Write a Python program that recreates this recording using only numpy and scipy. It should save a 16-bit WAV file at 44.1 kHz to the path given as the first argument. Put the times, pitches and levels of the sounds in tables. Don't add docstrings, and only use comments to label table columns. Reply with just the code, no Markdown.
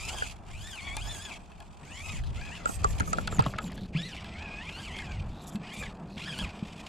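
import sys
import numpy as np
from scipy import signal
from scipy.fft import rfft, irfft, next_fast_len
from scipy.io import wavfile

SR = 44100
rng = np.random.default_rng(int(sys.argv[2]) if len(sys.argv) > 2 else 0)


def log_audio(samples):
    frames = np.atleast_2d(samples).T
    limited = np.clip(frames, -1, 1)
    pcm = np.round(limited * 32767).astype(np.int16)
    wavfile.write(sys.argv[1], SR, pcm)


N = 303760
TIME = np.arange(N) / SR

# (t/s, ring level/dB, thud level/dB, crack level before its trim/dB,
#                           side against mid/dB, ring f/Hz)
KNOCK_EVENTS = [(.22, -44.5, -51, -64, 13, 1497), (2.656, -37, -46, -43.5, 10, 1380),
                (2.69, -51, -47.5, -51, 10.5, 1400), (2.843, -33, -38.5, -39, 9, 1308),
                (3.004, -41, -43, -44, 10.5, 1396), (3.073, -50, -57, -70, 10, 1300),
                (3.13, -37, -46.5, -40, 7.5, 1307), (3.183, -40.5, -38.5, -74, 4.5, 1380),
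                (3.275, -39, -53, -47, -2, 1468), (3.323, -43, -43, -56, -7, 1336),
                (3.391, -40.5, -33, -54, 13, 1310), (3.422, -45.5, -53, -51.5, -2, 1380),
                (3.461, -36, -36.5, -58, -9, 1280), (3.536, -45.5, -48, -70, -10, 1364),
                (3.584, -35, -61, -53, -17, 1410)]
# (f/Hz, relative level/dB, t60/s)
PEBBLE_MODES = [(888, 8.5, 0.027), (1675, 7, 0.047), (2070, 5.5, 0.02), (2620, 7, 0.04),
                (3245, 15.5, 0.0071), (4470, 17, 0.003), (5600, -28, 0.00089)]


def from_db(db):
    return 10 ** (np.asarray(db) / 20)


def rms_one(x):
    return x / np.sqrt(np.mean(x ** 2) + 1e-20)


def in_time(rows):
    s, *columns = np.transpose(rows)
    return [np.interp(TIME, s, column) for column in columns]


def gain_at(spectrum, hz):
    f, db = np.transpose(spectrum)
    octave, known = np.log2(np.maximum(hz, 1)), np.log2(f)
    octaves_outside = abs(octave - np.clip(octave, known[0], known[-1]))
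    return from_db(np.interp(octave, known, db) - 30 * octaves_outside)


def colour(x, spectrum):
    size = next_fast_len(N)
    hz = np.arange(size // 2 + 1) * SR / size
    return rms_one(irfft(rfft(x, size) * gain_at(spectrum, hz), size)[..., :N])


def drift(rate):
    return rms_one(np.interp(TIME * rate, np.arange(N), rng.standard_normal(N)))


def noise():
    return rng.standard_normal((2, N))


def spread(side_db):
    return np.array([[1], [from_db(side_db)]])


def ring(x, modes, scatter_db=0):
    out = 0
    for k, (hz, db, t60) in enumerate(modes):
        r, w = np.exp(-np.log(1000) / (t60 * SR)), 2 * np.pi * hz / SR
        gain = (-1) ** k * from_db(db + scatter_db * rng.normal())
        out = out + gain * signal.lfilter([0, np.sin(w)], [1, -2 * r * np.cos(w), r * r], x + 1e-18)
    return out


def contact(grind_s, grit):
    u = TIME[:SR // 4] / grind_s
    rough = rng.standard_normal(len(u)) * np.sqrt(u) * np.exp(-u)
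    return (u == 0) + grit * rough / np.linalg.norm(rough)


def blow(x, db):
    return from_db(db) * x / np.sqrt(np.sum(x ** 2) / (.03 * SR))


def add(out, s, x):
    at = max(int(s * SR), 0)
    out[..., at:at + x.shape[-1]] += x[..., :N - at]


def motor():
    # (t/s, mean rate of the meshing teeth f/Hz)
    speed = [(0, 1194), (.09, 1356), (.16, 1653), (.23, 1620), (.29, 960), (.35, 502), (.47, 495),
             (.52, 1080), (.6, 1513), (.685, 1893), (.75, 1498), (.81, 1067), (.88, 1129), (.92, 1084),
             (1, 1249), (1.03, 1612), (1.06, 1602), (1.11, 1800), (1.175, 1600), (1.235, 1729),
             (1.29, 1628), (1.315, 1196), (1.35, 1080), (1.38, 532), (1.8, 509), (1.9, 828.5), (1.99, 1110),
             (2.02, 1150), (2.055, 1315), (2.12, 1221), (2.17, 930), (2.22, 511.5), (2.32, 512),
             (2.41, 788), (2.47, 865), (2.5, 768), (2.55, 1038), (2.6, 677), (2.7, 614), (3.85, 493),
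             (3.93, 489.4), (3.95, 1002), (3.985, 1660), (4.07, 2080), (4.11, 1727), (4.14, 1332),
             (4.24, 679), (4.33, 650), (4.44, 878), (4.52, 791), (4.59, 847.6), (4.65, 1030), (4.7, 1252),
             (4.78, 1477), (4.81, 1680), (4.85, 1502), (4.88, 1110), (4.91, 986), (4.95, 1082),
             (5.02, 1041), (5.07, 830), (5.12, 806), (5.25, 498), (5.59, 500), (5.66, 684), (5.7, 980),
             (5.74, 1183), (5.77, 1146), (5.81, 1257), (5.86, 1090), (5.92, 507), (6.16, 491),
             (6.225, 1380), (6.245, 1406), (6.28, 1770), (6.305, 1656), (6.325, 1710), (6.35, 1437),
             (6.39, 1504), (6.41, 1660), (6.45, 1248), (6.48, 848), (6.53, 590), (6.89, 620)]
    # (t/s, full gear level/dB, full tooth-hiss level/dB)
    loudness = [(0, -41, -43.5), (.2, -42, -43.5), (.5, -52, -59), (.7, -45.5, -48.5), (.88, -39.5, -55),
                (1.05, -42, -47.5), (1.17, -46, -44.5), (1.27, -43, -52), (1.85, -48, -54.5),
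                (2.08, -42.5, -48.5), (2.1, -34, -49), (2.12, -43.5, -46.5), (2.3, -43, -51.5),
                (2.5, -41.5, -54.5), (2.9, -42, -42), (3.5, -34.5, -53), (3.95, -42, -67),
                (3.964, -34, -64), (3.98, -38.5, -64), (4.07, -43.5, -56), (4.19, -46.5, -63),
                (4.3, -40.5, -62), (4.5, -40, -66), (4.82, -44, -53.5), (5.1, -42, -59), (5.65, -42, -65),
                (5.78, -41.5, -49), (5.95, -46.5, -65), (6.25, -38.5, -55.5), (6.435, -40.5, -51.5),
                (6.447, -31, -49), (6.46, -43, -59), (6.89, -41.5, -49)]
    idle_hz, bite_hz = 480, 293
    idle_gear_db, idle_hiss_db = -64.5, -70
    (mesh_hz,), (gear_db, hiss_db) = in_time(speed), in_time(loudness)
    bite = 1 - np.exp(-np.maximum(mesh_hz - idle_hz, 0) / bite_hz)
    gear = np.hypot(from_db(idle_gear_db), from_db(gear_db) * bite)
    hiss = np.hypot(from_db(idle_hiss_db), from_db(hiss_db) * bite ** .97)
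    return mesh_hz, 20 * np.log10(gear), 20 * np.log10(hiss)


def among_stones(x):
    # (mean delay t/s, gain against the direct sound)
    stone_echoes = [(.0005, .16), (.0013, -.2), (.0029, .22), (.0047, -.2)]
    swing, changes_per_s = .12, 7
    total, power = x, 1
    for delay, gain in stone_echoes:
        moving_delay = delay * (1 + swing * drift(changes_per_s))
        total = total + gain * np.interp(TIME - moving_delay, TIME, x)
        power += gain ** 2
    return total / np.sqrt(power)


def gear_whine(phase, mesh_hz, clean, count):
    # (f/Hz, relative level/dB)
    gearbox = [(600, -3), (1050, -5), (1400, -8.5), (1750, -4.5), (2150, -2), (2480, 6), (2850, 0),
               (3350, -0.5), (3900, -8), (4800, -4), (6000, -12.5), (9000, -8)]
    # (multiple of the mesh rate, relative level/dB)
    mesh = [(1, 1.5), (2, 5), (3, 1.5), (4, -7), (5, -14), (6, -11)]
    evenness = .43
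    side_tones, side_tone_depth = 4, .54
    whine, power = 0, 0
    for order, db in mesh:
        k = round(order)
        gain = from_db(db) * gain_at(gearbox, k * mesh_hz)
        strands = 0
        for m in range(-side_tones, side_tones + 1):
            if m:
                side_tone = np.sin((k + m / count) * phase + rng.uniform(0, 2 * np.pi))
                strands = strands + drift(22) * side_tone / np.sqrt(abs(m))
        rough = from_db(2.2 * drift(150) + 2.2 * drift(50))
        blur = .07 * k * (drift(600) * np.sin(k * phase) + drift(600) * np.cos(k * phase))
        tone = np.sin(k * phase) + side_tone_depth * np.sqrt(1 - clean) * strands + blur
        whine = whine + gain * rough * tone / np.hypot(1, .2 * k)
        power = power + gain ** 2
    flutter = from_db(1.6 * drift(80))
    return rms_one(among_stones(whine / power ** evenness) * flutter)


def winding_tone(mesh_hz):
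    switching_hz, level_db, smear = 8000, -70.8, .5
    pulling = np.clip((mesh_hz - 480) / 90, 0, 1)
    chop = 2 * np.pi * switching_hz * TIME
    winding = np.sin(chop) + smear * (drift(220) * np.sin(chop) + drift(220) * np.cos(chop))
    return from_db(level_db) * pulling * from_db(2 * drift(18)) * winding * [[1], [-.6]]


def drive(count=11, tooth_depth=0.23, gate=0.092, chatter_db=3.5, rattle_db=-1.5, hiss_db=-4.5):
    # (t/s, share of clean whine 0-1; the rest rattles)
    clean_share = [(0, .6), (.22, .74), (.29, .05), (.45, .3), (.6, .78), (.82, .94), (.98, .94),
                   (1.1, .66), (1.25, .88), (1.35, .5), (2.05, .82), (4, .87), (4.2, .55), (4.5, .85),
                   (4.8, .7), (5.1, .75), (5.8, .72), (6.25, .75), (6.45, .9), (6.6, .2)]
    # (f/Hz, relative level/dB)
    rattle_tone = [(900, -6), (1700, -16), (2450, 4.5), (2850, 0.5), (3250, -0.5), (4000, -8.5),
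                   (4800, -6.5), (5800, -13.5), (7500, -22)]
    # (f/Hz, relative level/dB)
    hiss_tone = [(4500, -5), (5500, -8), (7100, 1.5), (8200, -4), (9000, -8), (10000, -6), (11600, -18.5),
                 (13000, -12.5), (14500, -23)]
    coast_hz_per_s = 6000
    (mesh_hz, gear_db, teeth_db), (clean,) = motor(), in_time(clean_share)
    coasting = np.clip(-np.gradient(mesh_hz) * SR / coast_hz_per_s, 0, 1)
    in_contact = np.clip((mesh_hz - 520) / (280 + 600 * coasting ** 2), 0, 1)
    clean = np.clip(clean, 0, .95) * in_contact
    waver = .014 * drift(45) + .008 * drift(150) + .012 * drift(900)
    phase = 2 * np.pi * np.cumsum(mesh_hz * (1 + waver)) / SR
    whine = gear_whine(phase, mesh_hz, clean, count) * from_db(gear_db) * np.sqrt(clean)

    tooth_pulse = (1 + gate * np.cos(phase)) * (1 + tooth_depth * np.cos(phase / count))
    strikes = tooth_pulse * from_db(chatter_db * drift(150))
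    rattle_gain = from_db(gear_db + rattle_db) * np.sqrt(1 - clean)
    rattle = colour(noise() * strikes, rattle_tone) * rattle_gain * spread(-8.0)
    hiss_gain = from_db(teeth_db + hiss_db)
    hiss = colour(noise() * strikes, hiss_tone) * hiss_gain * spread(3.3)

    edges = 0
    for k in range(11, 31):
        tone = np.sin(k * phase / 3 + .5 * drift(300))
        edges = edges + from_db(5 * drift(45)) * tone * (.5 if k % 3 else 1)
    edges = colour(edges * (1 + 2 * tooth_depth * np.cos(3 * phase / count)), hiss_tone)
    rasp = .85 * edges * np.sqrt(clean) * hiss_gain * [[1], [0]]
    hiss = hiss * np.sqrt(1 - .58 * clean) + rasp
    hiss[0], rattle[0] = among_stones(hiss[0]), among_stones(rattle[0])
    hiss[1] -= 0.74 * hiss[0]
    return rattle + hiss + whine * spread(-10.0) + winding_tone(mesh_hz)


def buffeting():
    # (peak t/s, half length t/s, level/dB)
    gusts = [(0.125, 0.29, -43), (0.588, 0.1, -40.5), (1.02, 0.14, -38.5), (2.27, 0.2, -34.5),
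             (2.898, 0.18, -33), (3.324, 0.29, -37), (3.83, 0.17, -44), (4.4, 0.35, -46.5),
             (4.91, 0.24, -43.5), (5.211, 0.13, -34), (5.855, 0.052, -40), (6.447, 0.042, -35)]
    breeze_db = -52.5
    power = from_db(breeze_db) ** 2
    for s, half, db in gusts:
        power = power + (from_db(db) * np.exp(-((TIME - s) / half) ** 2)) ** 2
    return np.sqrt(power)


def ground(grains_per_s=35, grain_db=-20):
    # (t/s, level/dB)
    handling_level = [(0, -55), (1.8, -55), (2.7, -48.5), (3.1, -40.5), (3.6, -42), (4.3, -48),
                      (5.1, -46.5), (5.7, -44.5), (6.4, -43.5), (6.89, -50)]
    # (t/s, air level/dB)
    yard_level = [(0, -56.5), (.13, -43.5), (.42, -58), (1.1, -50.5), (1.75, -58), (2.6, -51), (3.45, -59),
                  (3.87, -58.5), (4.5, -50.5), (5.8, -53), (6.89, -51)]
    # (f/Hz, relative level/dB)
    air_tone = [(200, 0.5), (380, 0.5), (520, -5), (680, 6), (900, 3.5), (1300, -3), (1900, -12),
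                (4000, -57)]
    buffet_tone = [(12, -2), (25, -1), (45, 3), (85, 2.5), (130, -6.5), (220, -22)]
    handling_tone = [(90, -12), (150, 1), (205, 0.5), (270, -10), (400, -14), (700, -20)]
    (handling_db,), (yard,) = in_time(handling_level), in_time(yard_level)
    sizes = from_db(4 * np.minimum(rng.exponential(1, N), 3))
    grains = (rng.random(N) < grains_per_s / SR) * sizes * noise()
    grit = rms_one(ring(grains, PEBBLE_MODES)) * from_db(yard + grain_db) * spread(-10)
    air = colour(noise() * from_db(2.68 * drift(40)), air_tone) * from_db(yard) * spread(0.086)
    wind = colour(noise(), buffet_tone) * buffeting() * spread(0.7)
    wind[1] += 0.16 * wind[0]
    unsteady = noise() * from_db(2 * drift(35))
    handling = colour(unsteady, handling_tone) * from_db(handling_db) * spread(-27.0)
    return grit + air + wind + handling


def struck_shell(hz):
    # (multiple of the ring pitch, relative level/dB, t60 before random damping/s)
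    shell_modes = [(1, 2.5, 0.033), (.909, -1, 0.034), (.72, -35, 0.0051), (1.2, -6.5, 0.013),
                   (1.52, -8, 0.011)]
    modes = []
    for k, (ratio, db, t60) in enumerate(shell_modes):
        detune = 1 + .04 * (k > 0) * rng.normal()
        modes.append((hz * ratio * detune, db, t60 * rng.uniform(.85, 1.45)))
    return modes


def knocks(crack_db=-1, lag_s=0.001166):
    # (f/Hz, relative level/dB, t60/s)
    thud_modes = [(271.5, -6.5, 0.035), (427, -3.5, 0.029), (650, 3, 0.0067), (915, -10, 0.019)]
    crack_modes = [(2430, 0.5, 0.0037), (4760, -0.5, 0.005), (6630, 5, 0.0037), (7600, 3.5, 0.0034),
                   (10500, -17, 0.0035)]
    out = np.zeros((2, N))
    for s, ring_level, thud_level, crack_level, side_db, hz in KNOCK_EVENTS:
        shell = blow(ring(contact(0.0048, 0.6), struck_shell(hz), 2.0), ring_level)
        thud = blow(ring(contact(0.0017, 3.8), thud_modes, 4.7), thud_level)
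        crack = blow(ring(contact(.0014, 5), crack_modes, 3), crack_level + crack_db)
        add(out[0], s + lag_s, shell + thud)
        add(out[1], s + lag_s + 1 / (4 * hz), -(shell + thud) * from_db(side_db))
        add(out, s, crack * spread(min(side_db, 0) - 3) * [[1], [-1]])
    return out


def shifting_stones(grains_per_s=600, cycles=22, settle_db=-9, count=18):
    # (t/s, level/dB)
    shifting = [(2.55, -73), (2.68, -55), (2.8, -64), (3.05, -68), (3.25, -61), (3.4, -44), (3.55, -53.5),
                (3.7, -50.5), (3.88, -68)]
    # (peak t/s, half length t/s, level/dB)
    slips = [(3.028, .012, -50), (3.647, 0.017, -55.5), (5.832, 0.017, -40.5), (6.422, 0.013, -41)]
    # (f/Hz, relative level/dB)
    shifting_tone = [(400, -4.5), (620, 7), (900, 0), (1350, 2.5), (2000, -0.5), (3200, -3), (4500, -3.5)]
    settle_s, scuff_s = .021, .008
    pushed = (TIME > shifting[0][0]) & (TIME < shifting[-1][0])
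    level = from_db(in_time(shifting)[0]) * pushed
    for s, ring_level, *_ in KNOCK_EVENTS:
        distance = np.maximum((TIME - s) / settle_s, (s - TIME) / scuff_s)
        level = level + from_db(ring_level + settle_db) * np.exp(-distance)
    for s, half, db in slips:
        level = level + from_db(db) * np.exp(-((TIME - s) / half) ** 2)
    sizes = from_db(4.5 * np.minimum(rng.exponential(1, N), 3)) * rng.choice([-1, 1], N)
    ticks = sizes * (rng.random(N) < grains_per_s / SR)
    dealt = rng.integers(0, count, N)
    stones = 0
    for k, hz in enumerate(np.geomspace(430, 4400, count)):
        rung = rms_one(ring(ticks * (dealt == k), [(hz, 0, cycles / hz)]))
        stones = stones + gain_at(shifting_tone, hz) * rung
    return rms_one(stones) * level * spread(0.5)


def bump(hz, t60, wobble=0.077, overtone=1.455, overtone_db=-11):
    swell_s = .0028
    t = TIME[:SR // 3]
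    phase = 2 * np.pi * np.cumsum(hz * (1 + wobble * drift(102)[:len(t)])) / SR
    fade = np.exp(-np.log(1000) * t / t60)
    swell = 1 - np.exp(-(t / swell_s) ** 2)
    return swell * fade * (np.sin(phase) + from_db(overtone_db) * fade * np.sin(overtone * phase))


def pebbles(body_db=-17, snap_db=-12):
    # (t/s, level before the body and snap trims/dB, extra snap level/dB)
    clicks = [(.9676, -24, -8), (1.1477, -34, -13), (1.251, -33, -24), (1.5174, -43, -21),
              (1.6027, -39, -15), (2.2367, -37, -21), (2.412, -32, -26), (2.9986, -23, -12),
              (3.1842, -31, -20), (3.2735, -22, -19), (3.3937, -23, -17), (3.406, -26, -22),
              (3.4635, -31, -20), (3.5857, -25, -20), (3.719, -37, -15), (3.777, -35, -25),
              (4.2438, -34, -23), (4.6915, -28, -29), (4.9878, -30, -22), (5.0202, -33, -23),
              (5.556, -34, -19), (5.833, -29, -24), (6.3876, -25, -16)]
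    # (t/s, level/dB, mean f/Hz, t60/s)
    bumps = [(2.809, -35, 94.5, .08), (2.85, -32, 75, .12), (3.003, -31, 87, .1),
             (3.385, -28.5, 129.6, 0.063), (3.405, -27, 114, .06), (3.466, -29, 136, 0.063),
             (3.638, -34.5, 186, 0.13), (3.949, -25.5, 169, 0.21), (5.547, -32.5, 200.6, .13),
             (6.41, -36, 170.7, 0.13), (6.625, -33, 206, 0.031)]
    out = np.zeros(N)
    treble = signal.butter(2, [5500, 11000], "band", fs=SR, output="sos")
    for s, db, bright_db in clicks:
        add(out, s, blow(ring(contact(.0024, 4), PEBBLE_MODES, 3), db + body_db))
        snap = signal.sosfilt(treble, contact(0.00074, 1.7))
        add(out, s, blow(snap, db + bright_db + snap_db))
    for s, db, hz, t60 in bumps:
        add(out, s, blow(bump(hz, t60), db))
    return out * spread(-12.0)


def glide(length, top_hz, crest, sag, flutter, rasp, partials):
    u = np.linspace(0, 1, int(length * SR))
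    waver = drift(900)[:len(u)]
    arch = 1 - sag * (u - crest) ** 2
    phase = 2 * np.pi * np.cumsum(top_hz * arch * (1 + flutter * waver)) / SR
    smear = np.cumsum(rng.normal(0, .5, len(u)))
    tone = 0
    for k, db in partials:
        tone = tone + from_db(db) * (np.sin(k * phase) + rasp * np.sin(k * (phase + smear)))
    return rms_one(tone * from_db(4 * waver)) * np.sqrt(np.abs(np.sin(np.pi * u)))


def bird(sag=0.45, flutter=0.075, rasp=.7):
    # (t/s, length t/s, level/dB, top f before the 0.94 tuning/Hz,
    #          where in the glide the pitch peaks 0-1)
    chirps = [(2.218, 0.097, -59, 4230, 0.15), (3.74, 0.13, -56, 3910, 0.77), (5.29, 0.27, -59, 3780, 0.38),
              (6.075, 0.17, -60.5, 4377, 0.13)]
    out = np.zeros(N)
    for s, length, db, top_hz, crest in chirps:
        add(out, s, from_db(db) * glide(length, top_hz, crest, sag, flutter, rasp, [(0.94, 0)]))
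    return out * spread(-16)


def servo(sag=.2, flutter=0.0164, rasp=0.22, grain_db=2.0):
    # (t/s, length t/s, level/dB, top f/Hz, where in the glide the pitch peaks 0-1,
    #         clean whistle share 0-1)
    turns = [(2.655, 0.13, -45, 8170, .7, 0.6), (2.875, 0.056, -50.5, 7600, 0.31, 0.5),
             (2.945, 0.043, -60, 7600, 0.58, 0.3), (3.049, 0.077, -48, 6550, 0.53, 0.35),
             (3.16, 0.083, -56.5, 7330, 0.5, .25), (3.302, 0.086, -46.5, 7350, 0.11, 0.93),
             (3.447, 0.091, -56.5, 7500, 0.52, .25), (3.606, 0.088, -52.5, 7300, 0.3, 0.64),
             (3.739, 0.026, -58, 7500, .5, 0.2), (5.41, 0.045, -60, 7600, .6, 0.25),
             (5.462, 0.046, -50, 7200, 0.34, 0.02), (5.513, 0.059, -58.5, 7500, 0.57, 0.35),
             (5.73, 0.026, -51, 8000, .6, 0.22), (5.783, 0.04, -50, 7600, 0.61, 0.61)]
    # (f/Hz, relative level/dB)
    servo_gears = [(4500, 0), (6200, 5.5), (7600, 10), (9000, -6), (10600, 6.5), (12000, -2), (13200, 3),
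                   (14500, -14)]
    # (multiple of the servo's pitch, relative level/dB)
    servo_partials = [(1, 7), (1.5, -13), (2, -17)]
    out = np.zeros(N)
    fizz = colour(rng.standard_normal(N) * from_db(grain_db * drift(500)), servo_gears)
    for s, length, db, top_hz, crest, clean in turns:
        whirr = glide(length, top_hz, crest, sag, flutter, rasp, servo_partials)
        gears = fizz[int(s * SR):][:len(whirr)] * signal.windows.tukey(len(whirr), .6)
        add(out, s, from_db(db) * (np.sqrt(clean) * whirr + np.sqrt(1 - clean) * gears))
    return out * spread(-4.0) * [[1], [-1]]


def scene():
    # (t/s, side gain/dB)
    width = [(0, -4.5), (3.2, -2), (3.5, -16.5), (3.9, -26)]
    mid, side = drive() + ground() + shifting_stones() + pebbles() + bird() + servo()
    knock_mid, knock_side = knocks()
    mid, side = mid + knock_mid, side * from_db(in_time(width)[0]) + knock_side
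    return np.array([mid + side, mid - side])


def record(dry):
    soft = signal.sosfilt(signal.butter(4, 13800, fs=SR, output="sos"), dry)
    return signal.sosfilt(signal.ellip(10, .2, 85, 15200, fs=SR, output="sos"), soft)


dry = scene()
out = record(dry)
log_audio(out)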